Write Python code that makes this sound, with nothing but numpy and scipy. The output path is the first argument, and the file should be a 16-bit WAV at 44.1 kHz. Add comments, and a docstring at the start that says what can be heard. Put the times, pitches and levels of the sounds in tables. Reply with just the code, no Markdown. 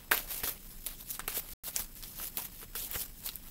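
"""Overhand card shuffle, close up

Packets of cards slide over each other: dense random grains shaped into a bright hiss and a duller scrape.
Edges land as decaying ticks, knocks and rattles; the packet thuds and the deck rings low, in a short room.
Underneath: filtered-noise room floor, rumble and buzz, and a thin electronic whine made of sines.
The signal drops out once for a tenth of a second. Both channels are identical."""
import sys
import numpy as np
from scipy import signal
from scipy.fft import rfft, irfft
from scipy.io import wavfile
from scipy.ndimage import uniform_filter1d

SR = 44100
rng = np.random.default_rng(int(sys.argv[2]) if len(sys.argv) > 2 else 0)


def master(y):
    """Save y as 16-bit WAV."""
    cut = np.clip(np.atleast_2d(y).T, -1, 1)
    pcm = np.round(cut * 32767)  # scale
    wavfile.write(sys.argv[1], SR, pcm.astype(np.int16))


N = 154350
HISS_TOP_HZ = 15750  # upper limit of the coloured noises and the tick noise


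def amp(db):
    """Decibels to amplitude."""
    return 10 ** (np.asarray(db) / 20)


def evened(x):
    """Scales to unit RMS."""
    return x / np.sqrt(np.mean(x ** 2) + 1e-20)


def add(mix, start_s, sound):
    """Mixes a sound in at a time, cut at the end of the mix."""
    part = mix[round(start_s * SR):][:len(sound)]
    part += sound[:len(part)]


def coloured(x, points):
    """Filters to the table's spectrum: -60 dB below it, last level held up to HISS_TOP_HZ, then silent."""
    point_hz, point_db = np.transpose(points)
    hz = np.fft.rfftfreq(len(x), 1 / SR)
    gain_db = np.interp(np.log(hz + 1), np.log(point_hz + 1), point_db, left=-60)
    gain = amp(gain_db) * (hz < HISS_TOP_HZ)
    return evened(irfft(rfft(x) * gain, len(x)))


def narrow(hz, width_hz):
    """Narrow-band noise, a wavering tone: slow complex noise shifted up to hz."""
    lowpass = signal.butter(2, width_hz / 2, fs=SR)
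    slow = signal.lfilter(*lowpass, rng.standard_normal((2, N)))
    carrier = np.exp(2j * np.pi * hz * np.arange(N) / SR)
    return evened(((slow[0] + 1j * slow[1]) * carrier).real)


def whine():
    """Electronic whine: steady upper harmonics, without the fundamental."""
    fundamental_hz = 2602.9
    # Whine partials: (harmonic number, RMS level [dB])
    partials = [(2, -73), (3, -72), (4, -80), (5, -76), (6, -71)]
    t = np.arange(N) / SR
    return sum(amp(db) * np.sqrt(2) * np.sin(2 * np.pi * k * fundamental_hz * t) for k, db in partials)


def background():
    """Room noise and microphone hiss as shaped noise, a low rumble, a narrow high buzz and the whine."""
    floor_db, rumble_db, buzz_db = -58, -52.5, -66.5  # RMS
    rumble_hz, rumble_width_hz = 27, 11.7
    buzz_hz, buzz_width_hz = 13150, 180
    # Spectrum of room noise and microphone hiss: (frequency [Hz], relative density [dB per Hz])
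    floor_spectrum = [(40, -2.5), (72, -7), (200, -8), (400, -20), (1400, -46.5), (3000, -48), (6500, -33),
                      (11000, -34), (13500, -43.5), (15700, -52.5)]
    noise = amp(floor_db) * coloured(rng.standard_normal(N), floor_spectrum)
    rumble = amp(rumble_db) * narrow(rumble_hz, rumble_width_hz)
    buzz = amp(buzz_db) * narrow(buzz_hz, buzz_width_hz)
    return noise + rumble + buzz + whine()


def room(x):
    """Short soft tail from the near walls and table: convolution with decaying noise."""
    room_db, room_t60_s, gap_s = -11, .06, .002
    t = np.arange(8000) / SR
    tail = rng.standard_normal(8000) * amp(-60 * t / room_t60_s) * (t > gap_s)
    tail = uniform_filter1d(tail, size=2)  # softens the treble
    return amp(room_db) * signal.oaconvolve(x, tail / np.linalg.norm(tail))[:N]


def thuds():
    """Packet dropping into the palm: a low pitchless push of air, one pulse with an undershoot."""
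    thud_s = .0018
    # Packet drops: (time [s], level [dB])
    drops = [(.4355, -32), (1.349, -43), (1.797, -39), (2.9582, -29)]
    out = np.zeros(N)
    u = np.arange(2000) / SR / thud_s
    for start_s, db in drops:
        add(out, start_s, -amp(db) * np.e * u * (1 - u / 3) * np.exp(-u))
    return out


def thumps():
    """Lowest ring of the whole deck in the hand: a decaying sine."""
    thump_hz, thump_t60_s = 441, .042
    # Deck rings: (time [s], level [dB])
    rings = [(.134, -34), (.4365, -39), (1.279, -39), (2.629, -45), (2.754, -43)]
    out, t = np.zeros(N), np.arange(2000) / SR
    for start_s, db in rings:
        add(out, start_s, amp(db - 60 * t / thump_t60_s) * np.sin(2 * np.pi * thump_hz * t))
    return out


def tick(t, hz, noise, rise_s):
    """Card edge snapping: a very short tone plus band noise, unit peak."""
    tick_t60_s, noise_gain = .0023, .4
    band = signal.butter(2, [hz * .7, min(hz * 1.25, HISS_TOP_HZ)], "band", fs=SR)
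    snap = np.sin(2 * np.pi * hz * t) + noise_gain * evened(signal.lfilter(*band, noise))
    sound = np.minimum(t / rise_s, 1) * amp(-60 * t / tick_t60_s) * snap
    return sound / abs(sound).max()


def knock(t, hz):
    """Damped knock of the packet: a sine rising over half a cycle, unit peak."""
    ring_cycles, longest_t60_s = 7.5, .009  # the shorter ring wins
    turns = hz * t
    decay = amp(-60 * np.maximum(turns / ring_cycles, t / longest_t60_s))
    sound = np.sin(2 * np.pi * turns) * np.minimum(2 * turns, 1) * decay
    return sound / abs(sound).max()


def rattle(t, knock_hz, noise):
    """Loose cards rattling on: noise through deck resonances and a band around the knock, dying away."""
    rattle_db, rattle_t60_s = -18, .02  # level relative to the knock peak
    # Deck resonances: (frequency [Hz], gain [dB])
    resonances = [(470, 4.5), (870, -9.5), (1400, 1), (2100, -13.5), (3200, -2)]
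    deck = sum(amp(db) * signal.lfilter(*signal.iirpeak(hz, 8, SR), noise) for hz, db in resonances)
    band = signal.butter(1, [knock_hz / 2, knock_hz * 4], "band", fs=SR)
    return evened(signal.lfilter(*band, deck)) * amp(rattle_db - 60 * t / rattle_t60_s)


def clicks():
    """Card edges landing: each a bright tick, a packet knock and a dying rattle."""
    rise_s = .0002  # tick
    # Landings: (time [s], tick peak [dB], tick pitch [Hz], knock peak before rattle [dB], knock pitch [Hz])
    landings = [(0.114, -17.0, 13760.0, -18.0, 2000.0), (0.1192, -17.0, 10570.0, -8.0, 1600.0),
                (0.1274, -32.0, 11050.0, -26.0, 1500.0), (0.1467, -14.0, 13540.0, -29.0, 1100.0),
                (0.1511, -20.0, 13540.0, -33.0, 1360.0), (0.1718, -20.0, 13050.0, -36.0, 4480.0),
                (0.1777, -17.0, 12800.0, -21.0, 3000.0), (0.1924, -22.0, 11990.0, -33.0, 3770.0),
                (0.4348, -31.0, 13350.0, -27.0, 1850.0), (0.4752, -31.0, 11260.0, -32.0, 1310.0),
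                (0.8648, -18.0, 11000.0, -29.0, 3380.0), (0.8695, -19.0, 11260.0, -30.0, 4310.0),
                (1.1052, -22.0, 10500.0, -35.0, 5400.0), (1.1946, -24.0, 8460.0, -28.0, 1300.0),
                (1.2024, -31.0, 9000.0, -30.0, 1700.0), (1.279, -19.0, 10420.0, -23.0, 2400),
                (1.2817, -28.0, 11330.0, -26.0, 1290.0), (1.3498, -24.0, 12500.0, -39.0, 1500.0),
                (1.3762, -28.0, 13890.0, -33.0, 520), (1.7631, -11.0, 8440.0, -29.0, 3040.0),
                (1.7681, -25.0, 14710.0, -34.0, 2300.0), (1.8019, -28.0, 10470.0, -36.0, 1600.0),
                (1.9538, -31.0, 13500.0, -57.0, 4000.0), (2.0268, -34.0, 11000.0, -32.0, 5100.0),
                (2.038, -42.0, 6000.0, -29.0, 4320.0), (2.2, -38.0, 5000.0, -34.0, 1300.0),
                (2.3721, -14.0, 14230.0, -27.0, 3800.0), (2.3809, -31.0, 14880.0, -35.0, 1400),
                (2.3832, -40.0, 9000.0, -37.0, 850), (2.6295, -34.0, 10850.0, -40.0, 1420),
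                (2.7535, -28.0, 14530.0, -31.0, 1400.0), (2.7971, -27.0, 8030.0, -39.0, 2860.0),
                (2.9141, -18.0, 14710.0, -44.0, 2260.0), (2.9415, -40.0, 11000.0, -35.0, 2140.0),
                (2.9575, -32.0, 7500.0, -32.0, 1500.0), (2.9601, -30.0, 11560.0, -33.0, 420),
                (3.2903, -27.0, 11890.0, -23.0, 3850.0), (3.357, -20.0, 13140.0, -46.0, 4630.0)]
    out, t = np.zeros(N), np.arange(2000) / SR
    noises = rng.standard_normal((len(landings), 2000))
    for (start_s, tick_db, tick_hz, knock_db, knock_hz), noise in zip(landings, noises):
        add(out, start_s - rise_s, amp(tick_db) * tick(t, tick_hz, noise, rise_s))
        body = knock(t, knock_hz) + rattle(t, knock_hz, noise[::-1])
        add(out, start_s - .5 / knock_hz, amp(knock_db) * body)
    return out


def patchy(x):
    """Random louder and softer patches across time and frequency."""
    patch_db = 2.3  # RMS gain variation
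    z = signal.stft(x, nperseg=256)[2]
    patches = rng.standard_normal(z.shape[::-1]).T
    patches = uniform_filter1d(patches, size=7, axis=0)  # frequency bins
    patches = uniform_filter1d(patches, size=9, axis=1)  # time frames
    return evened(signal.istft(z * amp(patch_db * evened(patches)), nperseg=256)[1][:N])


def grit():
    """Dense tiny slips of paper on paper, uneven in size and clumped over a few milliseconds."""
    grains_per_s, grain_spread_db, clump_db = 30000, 1.1, 1.9
    slips = (rng.random(N) < grains_per_s / SR) * rng.standard_normal(N)
    sizes = amp(grain_spread_db * np.minimum(rng.exponential(1, N), 4))
    clumps = evened(uniform_filter1d(rng.standard_normal(N), size=150))
    return slips * sizes * amp(clump_db * clumps)


def slides():
    """Cards sliding: the same slips heard as bright hiss and, through the packet, as duller scrape."""
    # Slide envelope: (time [s], hiss level [dB], scrape level [dB])
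    envelope = [(0.0, -63, -58.5), (0.11, -65, -62.5), (0.115, -28, -18.5), (0.118, -33, -34.5),
                (0.149, -38, -39), (0.27, -54, -56.5), (0.313, -37.5, -47), (0.395, -42.5, -51),
                (0.431, -55, -51.5), (0.435, -39, -38.5), (0.469, -35, -48), (0.481, -33, -38.5),
                (0.497, -34, -46.5), (0.501, -42, -46), (0.567, -57.5, -61), (0.713, -54, -63),
                (0.815, -56, -64.5), (0.861, -49, -64), (0.865, -41, -49), (0.971, -56, -63),
                (1.008, -47, -57.5), (1.048, -58, -66), (1.102, -44, -57.5), (1.108, -35, -56.5),
                (1.129, -47.5, -62.5), (1.148, -41, -49), (1.193, -59, -63), (1.194, -42, -40),
                (1.215, -64, -52.5), (1.276, -62, -61.5), (1.279, -29, -39), (1.285, -44.5, -44.5),
                (1.342, -43.5, -51.5), (1.373, -32.5, -43.5), (1.398, -38.5, -50), (1.405, -48, -61.5),
                (1.451, -56.5, -56), (1.53, -43, -58.5), (1.64, -45, -58.5), (1.688, -37, -49),
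                (1.722, -55.5, -67), (1.754, -44, -50), (1.759, -40, -51), (1.804, -36, -48),
                (1.878, -59, -63.5), (1.95, -61.5, -67.5), (1.969, -50, -61), (2.019, -53.5, -60.5),
                (2.033, -47, -56), (2.152, -51.5, -61.5), (2.198, -42, -52), (2.233, -41.5, -48),
                (2.275, -41, -57.5), (2.312, -58, -62), (2.371, -51, -58), (2.372, -36, -45.5),
                (2.438, -44.5, -54.5), (2.454, -41, -52), (2.483, -56.5, -63.5), (2.601, -49, -63),
                (2.631, -51.5, -53), (2.66, -60.5, -66.5), (2.749, -60, -60.5), (2.753, -37.5, -47),
                (2.868, -42, -55.5), (2.89, -52, -58), (2.935, -42, -49.5), (2.957, -40.5, -37),
                (2.98, -41.0, -56), (3.016, -34, -47.5), (3.068, -53.5, -60.5), (3.138, -60.5, -66),
                (3.19, -51.5, -62), (3.23, -55, -62.5), (3.265, -36, -47.5), (3.31, -50.5, -59),
                (3.413, -58.5, -63), (3.489, -53.5, -61)]
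    # Spectra of hiss and scrape: (frequency [Hz], relative density [dB per Hz])
    hiss_spectrum = [(1500, -54), (3000, -14.5), (4500, -7.5), (9000, -5), (11500, 0), (13300, 3),
                     (14500, 2), (15700, -2)]
    scrape_spectrum = [(120, -9), (450, -3), (1300, -4), (2600, -3.5), (3600, -7), (6000, -16.5)]
    time_s, hiss_db, scrape_db = np.transpose(envelope)
    t, slips = np.arange(N) / SR, grit()
    hiss = amp(np.interp(t, time_s, hiss_db)) * patchy(coloured(slips, hiss_spectrum))
    scrape = amp(np.interp(t, time_s, scrape_db)) * patchy(coloured(slips, scrape_spectrum))
    return hiss + scrape


def scene():
    """One microphone feeds both channels; only the hits excite the room tail."""
    hits = clicks() + thuds() + thumps()
    mono = slides() + hits + room(hits) + background()
    return np.array([mono, mono])


def record(dry):
    """Silences the dropout, then limits the band."""
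    edge_hz = 16800
    # Dropout: (start [s], end [s])
    dropout = (1.535, 1.6362)
    t = np.arange(N) / SR
    live = dry * ((t < dropout[0]) | (t > dropout[1]))
    lowpass = signal.firwin(511, edge_hz, window=("kaiser", 11), fs=SR)
    return signal.oaconvolve(live, lowpass[None], "same")


dry = scene()
out = record(dry)
master(out)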